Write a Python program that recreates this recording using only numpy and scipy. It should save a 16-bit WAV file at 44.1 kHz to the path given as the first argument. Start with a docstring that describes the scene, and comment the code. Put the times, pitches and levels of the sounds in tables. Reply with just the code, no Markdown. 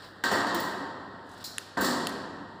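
"""A faint scrape, then a loud clang: a sheet-steel cover is set down twice on a concrete workshop floor.
Each time one edge strikes and rings, then the sheet lands, booms and rattles; the hall holds the sound
for seconds. In between, the edge drags over grit and clinks against a steel tank. Two small dry clicks
sound close by, over a steady low wash and hum. The steel is made of fading tones (its modes, the pitches
it naturally rings at) and a wash of noise that stands for modes too crowded to tell apart."""
import sys
import numpy as np
from scipy import signal
from scipy.fft import rfft, irfft
from scipy.io import wavfile
from scipy.ndimage import uniform_filter1d

SR = 44100
rng = np.random.default_rng(int(sys.argv[2]) if len(sys.argv) > 2 else 0)


def dump(signal):
    """Clip the signal to [-1, 1] and save it as 16-bit WAV at the path in sys.argv[1]."""
    limited = np.clip(np.atleast_2d(signal).T, -1, 1)
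    pcm = np.round(limited * 32767).astype(np.int16)
    wavfile.write(sys.argv[1], SR, pcm)


N = 114660

# A colour says how strong each frequency is. A ring time (t60) is the time to fade by 60 dB.
# colour of the steady low background wash (frequency [Hz], relative level [dB])
BACKGROUND_COLOUR = [(25, -37), (55, -5.5), (100, -5.5), (140, 0.5), (280, 4), (450, 1), (1000, -1.5),
                     (1850, 0.5), (2250, -27.5), (3000, -13), (4200, -12), (5200, -21), (6200, -38),
                     (7500, -26), (10000, -39.5), (15500, -47)]
# how long sheet and hall ring together (frequency [Hz], ring time [s])
HALL_RING_TIMES = [(60, 4.7), (250, 2.41), (700, 2.315), (1700, 1.81), (3000, 1.31), (4500, 1.19),
                   (7500, 0.84), (11000, 0.61), (15500, 0.42)]
# loudness of the dragging edge (time [s], level [dB])
DRAG_LEVELS = [(0, -51.5), (.05, -48.5), (.09, -56), (.22, -65.5), (1.18, -84), (1.29, -60), (1.36, -57),
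               (1.43, -48.5), (1.47, -78), (2.6, -101)]
# colour of the dragging as heard through the microphone (frequency [Hz], relative level [dB])
DRAG_COLOUR = [(500, 4), (1700, 8), (2300, -6), (3900, 7), (5000, 4), (6200, -14.5), (7500, -9),
               (10000, -15), (13500, -23), (15300, -10)]
# the edge skips over grains of grit (time [s], level [dB])
GRIT_SKIPS = [(1.265, -68), (1.289, -60.5), (1.313, -59), (1.336, -62), (1.376, -60), (1.405, -59)]
# colour of a skip (frequency [Hz], relative level [dB])
SKIP_COLOUR = [(1500, -28), (2500, -13), (7500, 0), (12000, -12), (15300, -17.5)]
# close dry clicks (time [s], snap level [dB], ring level [dB])
DRY_CLICKS = [(1.5825, -30, -20.5), (2.0704, -17.5, -40)]
# colour of a click (frequency [Hz], relative level [dB])
CLICK_COLOUR = [(400, -35), (1500, -3), (2100, -6), (2700, 0), (4300, 1), (5400, -5), (6400, -10),
                (7400, -5.5), (9000, -8), (9900, -8.5), (11000, -10.5), (12000, -12), (13700, -15),
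                (15200, -10)]
# modes of a click (frequency [Hz], relative level [dB], ring time [s])
CLICK_TONES = [(1780, 0, 0.0064), (2700, -0.5, 0.0062), (3760, -8.5, 0.008), (6970, -3, 0.0058),
               (8700, -8, .006), (9500, -6, 0.0063), (11100, -10, 0.0084), (14900, -20, 0.0079)]
# colour of the clink as heard through the microphone (frequency [Hz], relative level [dB])
CLINK_COLOUR = [(1500, -22), (3000, -15.5), (3800, -4), (4150, 2), (4500, -0.5), (5500, -3.5), (6200, -11),
                (7100, -5.5), (9000, -15), (10500, -12), (11400, -12), (13500, -19), (15300, -8.5)]
# modes of the clink (frequency [Hz], relative level [dB], ring time [s])
CLINK_TONES = [(4150, -3.5, .45), (4511, -22, .6), (4700, -14, .6), (5100, -12, .6), (5220, -15, 0.56),
               (6730, -17, .3)]
# sharp touches of a corner (time [s], tail level [dB])
CORNER_TICKS = [(0.2378, -45), (0.3135, -44), (0.5455, -39), (0.6004, -39), (1.441, -48), (1.8102, -36),
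                (1.8451, -42)]
# colour of a tick (frequency [Hz], relative level [dB])
TICK_COLOUR = [(2000, -28), (7000, -10), (11500, -9), (13500, -14), (14800, 8), (16000, -2)]
# dull knocks of the sheet's weight (time [s], level [dB], pitch [Hz], ring time [s])
WEIGHT_THUDS = [(0.245, -54, 55.4, 0.37), (0.321, -53, 80, 0.43), (0.317, -28.5, 199, 0.14),
                (0.546, -23.5, 339, 0.13), (0.55, -57, 69, .4), (0.806, -34.5, 277, 0.18),
                (1.794, -43.5, 75, 0.26), (1.871, -31, 243.2, 0.42), (2.395, -39.5, 283.3, .3)]
# the struck edge (time [s], time until damped [s], level [dB], lower pitch [Hz], upper pitch [Hz])
EDGE_STRIKES = [(0.238, 0.045, -28.5, 1560, 1599), (1.7703, 0.056, -35.5, 1557, 1784)]
# strongest modes of the sheet (frequency [Hz], relative level [dB], ring time [s])
SHEET_TONES = [(191.2, -5, 1.95), (245.7, -5.5, 1.1), (282.9, -1.5, 2.66), (366.8, -1, 1.18),
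               (443.2, -8.5, 0.73), (527.7, -2.5, 1.84), (699, -10.5, 2.0), (725, -23, 2.5), (913, -3.5, 3),
               (940.4, -0.5, 1.86), (1022, -7, 2.7), (1095, -4, 2.53), (1132, -8, 2.1), (1313, -5.5, 2.5),
               (1575, -4, 2.17), (1609, -6.5, 0.94), (1733, 0.5, 1.42), (1788, -15, 2.1), (1886, -4.5, 1.9),
               (3147, -10.5, 1.45), (4324, -17, 1.55), (4370, -8, 1.5), (5100, -33, 1.2),
               (7400, -14.5, 0.86)]
# colour of the sheet's wash as heard through the microphone (frequency [Hz], relative level [dB])
WASH_COLOUR = [(25, -41), (55, -25.5), (130, -9.5), (200, -1), (300, 3.5), (500, 0), (1000, -2),
               (1500, -1.5), (1870, -1), (2040, -12.5), (2350, -19.5), (3000, -10), (4400, -6.5),
               (5300, -13.5), (6200, -23), (7500, -17), (8100, -21), (9500, -27.5), (13500, -36),
               (15200, -22)]
# blows on the sheet (time [s], bass gain [dB], boom gain [dB], clang gain [dB], sizzle gain [dB],
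# rise time [s])
SHEET_BLOWS = [(0.2378, -32, -28, -26.5, -24.5, 0.00035), (0.312, -27, -24, -31, -22, 0.0027),
               (0.466, -37.5, -34.5, -34, -35, 0.0013), (0.545, -31, -38, -32.5, -26, .002),
               (0.6016, -55, -72, -53, -23, 0.00091), (1.7705, -26, -27, -36, -31, 0.0034),
               (1.8082, -30, -36, -29.5, -16, 0.0054), (1.844, -30.5, -47, -27.5, -18, 0.0022)]
# where bass, boom, clang and sizzle lie (frequency [Hz])
BLOW_BANDS = [250, 1200, 4300, 12000]

TIME, FREQUENCIES = np.arange(N) / SR, np.arange(N // 2 + 1) * SR / N  # in s, in Hz


def gain(db):
    """Turn decibels into a number to multiply by."""
    return 10 ** (np.asarray(db) / 20)


def value_at(hz, points):
    """Read between (frequency, value) points, giving every octave the same width."""
    frequencies, values = np.array(points, float).T
    return np.interp(np.log(hz + 1e-3), np.log(np.sort(frequencies)), values)


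def tint(sound, colour):
    """Turn each frequency up or down to follow a colour."""
    return irfft(rfft(sound) * gain(value_at(FREQUENCIES, colour)), N)


def noise(colour):
    """Coloured noise with a strength of one."""
    hiss = tint(rng.standard_normal(N), colour)
    return hiss / hiss.std()


def fade(start, t60, rise=0.00012):
    """A quick rise at the start, then a smooth dying away."""
    age = np.maximum(TIME - start, 0)
    return -np.expm1(-age / rise) * np.exp(-np.log(1000) * age / t60)


def tone(hz, start=0):
    """A pure tone with a strength of one, passing through zero at the start."""
    return np.sqrt(2) * np.sin(2 * np.pi * hz * (TIME - start))


def drift(first_span, second_span):
    """A random wobble: noise smoothed twice, over spans counted in samples."""
    wobble = uniform_filter1d(uniform_filter1d(rng.standard_normal(N), first_span), second_span)
    return wobble / wobble.std()


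def crowded_modes(spread_db=2, t60=0.055):
    """The steel's random peaks and dips over frequency; a longer t60 makes them narrower."""
    ripple = rfft(rng.standard_normal(N) * fade(0, t60)).real
    peaks = gain(spread_db * ripple / ripple.std())
    return peaks / np.sqrt(np.mean(peaks ** 2))


def steel_noise(colour, peaks):
    """Coloured noise passed through the sheet's crowded modes."""
    return irfft(rfft(noise(colour)) * peaks, N)


def bursts(touches, colour, t60, rise):
    """Each touch makes a short burst of noise."""
    return noise(colour) * sum(gain(db) * fade(start, t60, rise) for start, db in touches)


def background():
    """A steady low wash, like an earlier bang lingering in the hall, and an electrical hum."""
    return gain(-50.5) * noise(BACKGROUND_COLOUR) + gain(-61.5) * tone(hz=98.5)


def hall_tail(sound, start, rise=0.0016):
    """A sound dies away in the hall, band by band, the treble first."""
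    out, spectrum = 0, rfft(sound)
    centres, ring_times = zip(*HALL_RING_TIMES)
    for weights, t60 in zip(np.eye(len(centres)), ring_times):
        band = irfft(spectrum * value_at(FREQUENCIES, list(zip(centres, weights))), N)
        out += band * fade(start, t60, rise)
    return out


def edge_drag(peaks, roughness_db=1.5):
    """The edge catches, slips and skips on gritty concrete."""
    level_db = np.interp(TIME, *np.array(DRAG_LEVELS).T) + roughness_db * drift(300, 120)
    rub = steel_noise(DRAG_COLOUR, peaks) * gain(level_db)
    return rub + bursts(GRIT_SKIPS, SKIP_COLOUR, t60=0.12, rise=0.0014)


def dry_clicks(snap_t60=0.0095, echo_delay_s=0.023, bass_cut_hz=1100):
    """A snap with very short modes, one echo and a little hall; so small a thing gives off no bass."""
    out = 0
    for start, snap_db, ring_db in DRY_CLICKS:
        echo = gain(-14.5) * fade(start + echo_delay_s, snap_t60)
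        snap = noise(CLICK_COLOUR) * (fade(start, snap_t60) + echo)
        ring = sum(gain(db) * tone(hz, start + rng.random() / hz) * fade(start, t60)
                   for hz, db, t60 in CLICK_TONES)
        hall = gain(max(snap_db, ring_db) - 30.5) * hall_tail(noise(CLICK_COLOUR), start)
        out += gain(snap_db) * snap + gain(ring_db) * ring + hall
    return signal.sosfilt(signal.butter(2, bass_cut_hz, "high", fs=SR, output="sos"), out)


def tank_clink(peaks, start=1.441):
    """The edge meets the tank: a bright touch, high ringing modes and their echo in the hall."""
    touch = steel_noise(CLINK_COLOUR, peaks) * fade(start, t60=0.22, rise=0.00079)
    ring = sum(gain(db) * tone(hz, start) * fade(start, t60) for hz, db, t60 in CLINK_TONES)
    hall = hall_tail(steel_noise(CLINK_COLOUR, peaks), start)
    return gain(-35.5) * (touch + gain(-6.5) * (ring + hall))


def corner_ticks():
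    """A corner touches: a hard snap and a short bright tail."""
    tail = bursts(CORNER_TICKS, TICK_COLOUR, t60=0.078, rise=0.0003)
    snap = bursts(CORNER_TICKS, TICK_COLOUR, t60=0.02, rise=0.0003)
    return tail + gain(9.5) * snap


def thuds():
    """The sheet bends under its weight: one short low tone in a puff of rumble."""
    out = 0
    for start, db, hz, t60 in WEIGHT_THUDS:
        rumble = noise([(hz / 4, -40), (hz / 2, -12), (hz, 0), (hz * 2, -12), (hz * 10, -70)])
        out += gain(db) * (tone(hz, start) + gain(-11.5) * rumble) * fade(start, t60, rise=0.0055)
    return out


def edge_ring(damping_s=0.014):
    """Two modes of the struck edge throb against each other until the landing stops them."""
    out = 0
    for start, length, db, low_hz, high_hz in EDGE_STRIKES:
        pair = tone(low_hz, start) + gain(-5) * tone(high_hz, start)
        since_landing = np.maximum(TIME - start - length, 0)
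        out += gain(db) * pair * fade(start, t60=1.3) * np.exp(-since_landing / damping_s)
    return out


def sheet_ring(waver_hz=14, waver_db=3, waver_radians=0.7):
    """Each blow adds energy to the strong modes, which waver as the hall's echoes overlap."""
    out, span = 0, int(SR / waver_hz)
    for hz, db, t60 in SHEET_TONES:
        energy = 0
        for start, *band_dbs, rise in SHEET_BLOWS:
            strength = gain(value_at(hz, list(zip(BLOW_BANDS, band_dbs))))
            energy += (strength * fade(start, t60, rise)) ** 2
        phase = 2 * np.pi * hz * TIME + waver_radians * drift(span, span // 2)
        level_db = db + waver_db * drift(span, span // 2)
        out += gain(level_db) * np.sqrt(2 * energy) * np.sin(phase)
    return gain(-14.5) * out


def sheet_crash(peaks):
    """Each blow sends a crack straight to the ear and leaves a long wash of noise in the hall."""
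    out = 0
    for start, *band_dbs, rise in SHEET_BLOWS:
        blow_colour = list(zip(BLOW_BANDS, band_dbs))
        wash = tint(steel_noise(WASH_COLOUR, peaks), blow_colour)
        crack = tint(noise(WASH_COLOUR), blow_colour) * fade(start, t60=0.03, rise=rise)
        out += hall_tail(wash, start, rise) + gain(5) * crack
    return out


def scene():
    """Add all the sounds together in one channel."""
    peaks = crowded_modes()
    landings = sheet_crash(peaks) + sheet_ring() + edge_ring() + thuds() + corner_ticks()
    return (landings + tank_clink(peaks) + dry_clicks() + edge_drag(peaks) + background())[None]


def record(dry):
    """Cut away the very highest treble."""
    top_hz = 15500
    return signal.sosfilt(signal.ellip(14, .2, 75, top_hz, fs=SR, output="sos"), dry)


dry = scene()
out = record(dry)
dump(out)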